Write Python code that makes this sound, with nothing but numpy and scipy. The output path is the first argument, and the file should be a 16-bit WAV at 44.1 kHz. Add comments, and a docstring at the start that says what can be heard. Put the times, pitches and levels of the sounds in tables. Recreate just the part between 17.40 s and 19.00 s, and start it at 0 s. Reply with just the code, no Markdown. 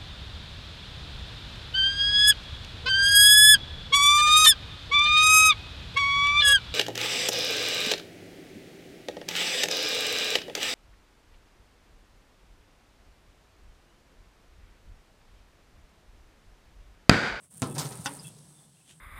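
"""Basketball through an outdoor hoop

One microphone in quiet open air, with the camera's own thin hiss and buzz. The ball drops onto the rim
with a click and a thump, and the plank backboard shudders and hums. The ball brushes through the cord
net, which snaps taut with a sharp knock; the hoop squeaks as it settles, and a soft scuff follows."""
import sys
import numpy as np
from scipy import signal
from scipy.fft import rfft, irfft
from scipy.io import wavfile

SR = 44100
rng = np.random.default_rng(int(sys.argv[2]) if len(sys.argv) > 2 else 0)


def generate_wav(signal):
    """Clip the signal to [-1, 1] and save it as 16-bit WAV at the path in sys.argv[1]."""
    frames = np.transpose(np.atleast_2d(signal))
    scaled = np.clip(frames, -1, 1) * 32767
    pcm = np.round(scaled).astype(np.int16)
    wavfile.write(sys.argv[1], SR, pcm)


N = 70560  # 1.6 s


def undb(db):
    """Decibels to gain."""
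    return 10 ** (np.asarray(db) / 20)


def clock():
    """Time of every sample in seconds."""
    return np.arange(N) / SR


def unit(x):
    """Scale to rms 1."""
    return x / np.sqrt(np.mean(x ** 2) + 1e-20)


def on_log(hz, points_hz, values):
    """Interpolate on a log-frequency axis."""
    return np.interp(np.log(np.maximum(hz, 1)), np.log(points_hz), values)


def colour(x, points):
    """Filter x by a curve of (f/Hz, level/dB) points, then scale to rms 1."""
    gain = undb(on_log(np.fft.rfftfreq(N, 1 / SR), *np.array(points).T))
    return unit(irfft(rfft(x) * gain, N))


def band(x, hz, width_hz):
    """Pass x through one resonance."""
    return signal.lfilter(*signal.iirpeak(hz, hz / width_hz, fs=SR), x)


def curve(points):
    """Gain along (t/s, level/dB) points."""
    return undb(np.interp(clock(), *np.array(points).T))


def swell(at, db, attack, release):
    """Smooth rise to a peak, then an exponential fall."""
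    t = clock() - at
    return undb(db) * np.exp(np.where(t < 0, -(t / attack) ** 2, -t / release))


def fade(at, t60):
    """Sudden start and a 60 dB fall in t60 seconds."""
    t = clock() - at
    return (t >= 0) * np.exp(-np.log(1000) * np.maximum(t, 0) / t60)


def ring(at, modes):
    """Struck modes (f/Hz, level/dB, t60/s), each a decaying sine."""
    t = clock() - at
    return sum(undb(db) * fade(at, t60) * np.sin(2 * np.pi * hz * t) for hz, db, t60 in modes)


def dense_ring(at, table):
    """Countless close modes: quarter-octave noise bands, each with its own level and decay."""
    hz, db, t60 = np.array(table).T
    quarter = np.round(4 * np.log2(np.maximum(np.fft.rfftfreq(N, 1 / SR), 1)))
    noise, out = rfft(rng.standard_normal(N)), 0
    for k in range(22, 57):  # 45 Hz to 16 kHz
        centre = 2 ** (k / 4)
        if centre > hz[0] / 2:
            part = unit(irfft(noise * (quarter == k), N))
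            out = out + part * undb(on_log(centre, hz, db)) * fade(at, on_log(centre, hz, t60))
    return out / 2  # four bands share each octave's power


def grains(per_s=4500, range_db=18):
    """Dense stick-slip clicks of uneven size."""
    fires = rng.random(N) < per_s / SR
    return fires * rng.choice([-1, 1], N) * undb(-range_db * rng.random(N))


def outdoor_air():
    """Quiet, low background noise of the place."""
    # spectrum of the air: f/Hz, relative level/dB
    spectrum = [(25, -12), (50, 5), (75, 0.5), (110, 1.5), (155, 10), (250, -3), (400, -10), (700, -14),
                (1500, -45.5), (3000, -19), (6000, -31.5), (16000, -61)]
    # its rise and fall: t/s, level/dB
    level = [(0, -61.5), (0.045, -66.5), (0.085, -68.5), (0.15, -55.5), (0.9, -53.5), (1.24, -63),
             (1.29, -62.5), (1.45, -67.5), (1.54, -61), (1.6, -66)]
    return curve(level) * colour(rng.standard_normal(N), spectrum)


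def camera_hiss():
    """Thin, wavering self-noise of the camera."""
    # spectrum of the hiss: f/Hz, relative level/dB
    spectrum = [(1000, -4), (4000, -16), (7200, -9.5), (8200, 6), (9200, -2.5), (10600, -0.5),
                (12000, -16.5), (16000, -19)]
    # its rise and fall: t/s, level/dB
    level = [(0, -67), (0.045, -56.5), (0.068, -64), (0.098, -82), (0.115, -59.5), (0.88, -53.5),
             (0.92, -60.5), (1.24, -60), (1.28, -66), (1.6, -63.5)]
    return colour(rng.standard_normal(N), spectrum) * curve(level)


def camera_buzz(clock_hz=1000, stray_chance=0.31, stray_db=2, scatter_db=4.5):
    """Electrical ticks on a fast clock: two slots in five always fire, the others at random."""
    # spectrum of a tick: f/Hz, relative level/dB
    spectrum = [(1000, -36), (5000, -24), (7200, -14.5), (8300, -7), (9200, -0.5), (10400, -9.5),
                (11800, -17), (14000, -19.5), (16000, -26)]
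    # rise and fall of the buzz: t/s, level/dB
    level = [(0.098, -69), (0.11, -56.5), (0.2, -51), (0.45, -48.5), (0.56, -52), (0.62, -49.5),
             (0.775, -48), (0.785, -71), (0.818, -73), (0.828, -48.5), (0.888, -48), (0.905, -96)]
    slots = np.arange(int(N / SR * clock_hz))
    steady = np.array([1, 0, 0, 0, -1])[slots % 5]
    stray = (rng.random(len(slots)) < stray_chance) * undb(stray_db)
    sizes = undb(scatter_db * rng.standard_normal(len(slots)))
    ticks = np.zeros(N)
    ticks[slots * SR // clock_hz] = np.where(steady != 0, steady, stray) * sizes
    return colour(ticks, spectrum) * curve(level)


def rim_hit(click_decay_s=0.0003):
    """The ball clicks and thumps on the rim twice in quick succession; the backboard rings on."""
    # contacts with the rim: t/s, thump gain/dB
    hits = [(0.22, -26), (0.2274, -22)]
    # click of each contact: level/dB, f/Hz
    clicks = [(-13, 7600), (-18.5, 2500)]
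    # modes of ball and rim: f/Hz, relative level/dB, t60/s
    thump = [(129, -13.5, 0.17), (236, 0.5, 0.062), (480, -9.5, 0.071), (665, -14, 0.08),
             (1341.4, -14.5, 0.093)]
    # modes of backboard and frame: f/Hz, level/dB, t60/s
    board = [(74, -53, 2.0), (121.1, -35, 1.48), (143.9, -37.5, 1.9), (154.5, -45, 3.3), (178, -45.5, 0.37),
             (257.7, -39, 0.56), (393.4, -40, 0.28), (455, -50, 0.41), (840, -77, 0.59),
             (1044, -38.5, 0.27), (1090, -66, 0.29), (1295, -41.5, 0.35)]
    # dense ringing of the planks: f/Hz, level per octave/dB, t60/s
    planks = [(60.4, -64, 0.24), (119, -38.5, 0.9), (260, -37.5, 1), (540, -43.5, 1), (1080, -39.5, 0.41),
              (2260, -48, 0.29), (4700, -38.5, 0.18), (9700, -37, 0.084), (15200, -55, 0.025)]
    out, first = 0, hits[0][0]
    for (at, thump_db), (click_db, hz) in zip(hits, clicks):
        t = np.maximum(clock() - at, 0)
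        click = -np.exp(-t / click_decay_s) * np.sin(2 * np.pi * hz * t)
        out = out + undb(thump_db) * ring(at, thump) + undb(click_db) * click
    return out + ring(first, board) + dense_ring(first, planks)


def hoop_squeaks(relative_width=0.06):
    """The swaying hoop squeaks and creaks in short bursts of narrow-band noise."""
    # squeaks: t/s, level/dB, attack/s, release/s, f/Hz
    squeaks = [(0.318, -61, 0.0089, 0.015, 2650), (0.33, -60.5, 0.022, 0.021, 3430),
               (0.794, -45, 0.003, 0.011, 5000), (0.85, -56.5, 0.0062, 0.027, 2670),
               (0.872, -56, 0.03, 0.018, 3330), (0.978, -58, 0.0095, 0.025, 434),
               (1.19, -66, 0.036, 0.032, 3540), (1.24, -69, 0.015, 0.026, 3460),
               (1.373, -70, 0.0045, 0.0073, 2720), (1.415, -67, 0.004, 0.0079, 2610)]
    out = 0
    for at, db, attack, release, hz in squeaks:
        width_hz = hz * relative_width
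        tone = band(band(rng.standard_normal(N), hz, width_hz), hz, width_hz)
        out = out + unit(tone) * swell(at, db, attack, release)
    return out


def net_brush(board_hz=143.7, hook_hz=13796):
    """Cords slide over the ball; their pull rattles the hoop, heaves the board and rings a steel hook."""
    # cords sliding on the ball: t/s, level/dB, attack/s, release/s
    swishes = [(0.36, -43.5, 0.009, 0.014), (0.383, -31, 0.0026, 0.03), (0.396, -32.5, 0.0096, 0.021),
               (0.454, -42, 0.0085, 0.031), (0.525, -42.5, 0.0048, 0.0086), (0.6, -56.5, 0.12, 0.47),
               (0.653, -40, 0.002, 0.0082), (0.99, -55, 0.0048, 0.0063)]
    # spectrum of cord friction: f/Hz, relative level/dB
    cord = [(300, -6), (1000, -3), (2400, -17), (3700, -5.5), (5000, -5), (6200, -4.5), (7500, -7),
            (8600, -5), (10000, -13), (13000, -17.5), (16000, -28)]
    # resonances of the hoop: f/Hz, width/Hz, relative level/dB
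    hoop_modes = [(207, 25, 6.5), (286, 59, 5), (414.4, 68, 8.5), (557, 80, 5), (777, 70, 7), (924, 30, 4),
                  (1047, 29, -7), (1263, 44, 0.5), (1770, 40, -41)]
    # tugs that rattle the hoop: t/s, level/dB, attack/s, release/s
    tugs = [(0.373, -39.5, 0.017, 0.021), (0.435, -38, 0.036, 0.042), (0.519, -46.5, 0.014, 0.1),
            (0.72, -50, 0.058, 0.064), (0.8, -56, 0.038, 0.033), (1.21, -70.5, 0.021, 0.01)]
    # the net's load swinging the board's main mode: t/s, level/dB, attack/s, release/s
    heaves = [(0.396, -27.5, 0.028, 0.0094), (0.467, -31.5, 0.032, 0.03), (0.598, -32, 0.0055, 0.0071),
              (0.868, -41.5, 0.021, 0.0059), (1.1, -53.5, 0.23, 0.069)]
    slide = colour(grains(), cord) * np.sqrt(sum(swell(*row) ** 2 for row in swishes))
    pull = grains()
    hoop = unit(sum(undb(db) * band(pull, hz, width) for hz, width, db in hoop_modes))
    rattle = hoop * np.sqrt(sum(swell(*row) ** 2 for row in tugs))
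    heave = sum(swell(at, *shape) * np.sin(2 * np.pi * board_hz * (clock() - at)) for at, *shape in heaves)
    hook = ring(at=0.388, modes=[(hook_hz, -42.5, 0.35)])
    return slide + rattle + heave + hook


def net_snap():
    """The net snaps taut on the ball: a quick run of cracks and one ringing knock."""
    # cracks: t/s, gain/dB
    snaps = [(0.6592, 2), (0.6627, -4), (0.6665, -2)]
    # modes the snap rings: f/Hz, level/dB, t60/s
    knock = [(276, -42, 0.43), (292.8, -42.5, 0.33), (546, -43.5, 0.25), (836, -36.5, 0.12),
             (1045, -55, 0.094), (1106, -40, 0.11), (1352, -44.5, 0.075), (1440, -36, 0.12),
             (1503, -27, 0.052), (1790, -30, 0.037), (1933, -39.5, 0.12), (2675, -34, 0.083),
             (3700, -42.5, 0.12), (5340, -35, 0.02)]
    # dense ringing of one crack: f/Hz, relative level per octave/dB, t60/s
    crack = [(645, -75, 0.08), (850, -36.5, 0.17), (1570, -40.5, 0.11), (2180, -53, 0.27),
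             (2860, -37.5, 0.099), (3550, -30.5, 0.055), (4080, -45, 0.083), (5230, -28, 0.054),
             (7100, -38, 0.034), (8300, -28, 0.015), (12000, -43, 0.029), (15500, -52, 0.02)]
    return ring(snaps[0][0], knock) + sum(undb(db) * dense_ring(at, crack) for at, db in snaps)


def scuff():
    """Soft stick-slip scuffing below the hoop."""
    # spectrum of the friction: f/Hz, relative level/dB
    spectrum = [(60, 13), (140, 7), (280, 6), (450, -6), (1200, -5), (2200, -2), (3200, 6.5), (4500, -6),
                (9000, 1.5), (15000, -25)]
    # scuffs: t/s, level/dB, attack/s, release/s
    scuffs = [(1.39, -67.5, 0.061, 0.096), (1.513, -53.5, 0.04, 0.02)]
    return colour(grains(), spectrum) * sum(swell(*row) for row in scuffs)


def scene():
    """Hoop, net and background at one microphone."""
    shot = rim_hit() + net_brush() + net_snap() + hoop_squeaks() + scuff()
    return (shot + outdoor_air() + camera_buzz() + camera_hiss())[None]


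def record(dry):
    """The recorder cuts the bass below 69 Hz and the top above 15.9 kHz."""
    low_cut = signal.butter(4, 69, "high", fs=SR, output="sos")
    high_cut = signal.ellip(10, .2, 80, 15900, fs=SR, output="sos")
    return signal.sosfilt(high_cut, signal.sosfilt(low_cut, dry))


dry = scene()
out = record(dry)
generate_wav(out)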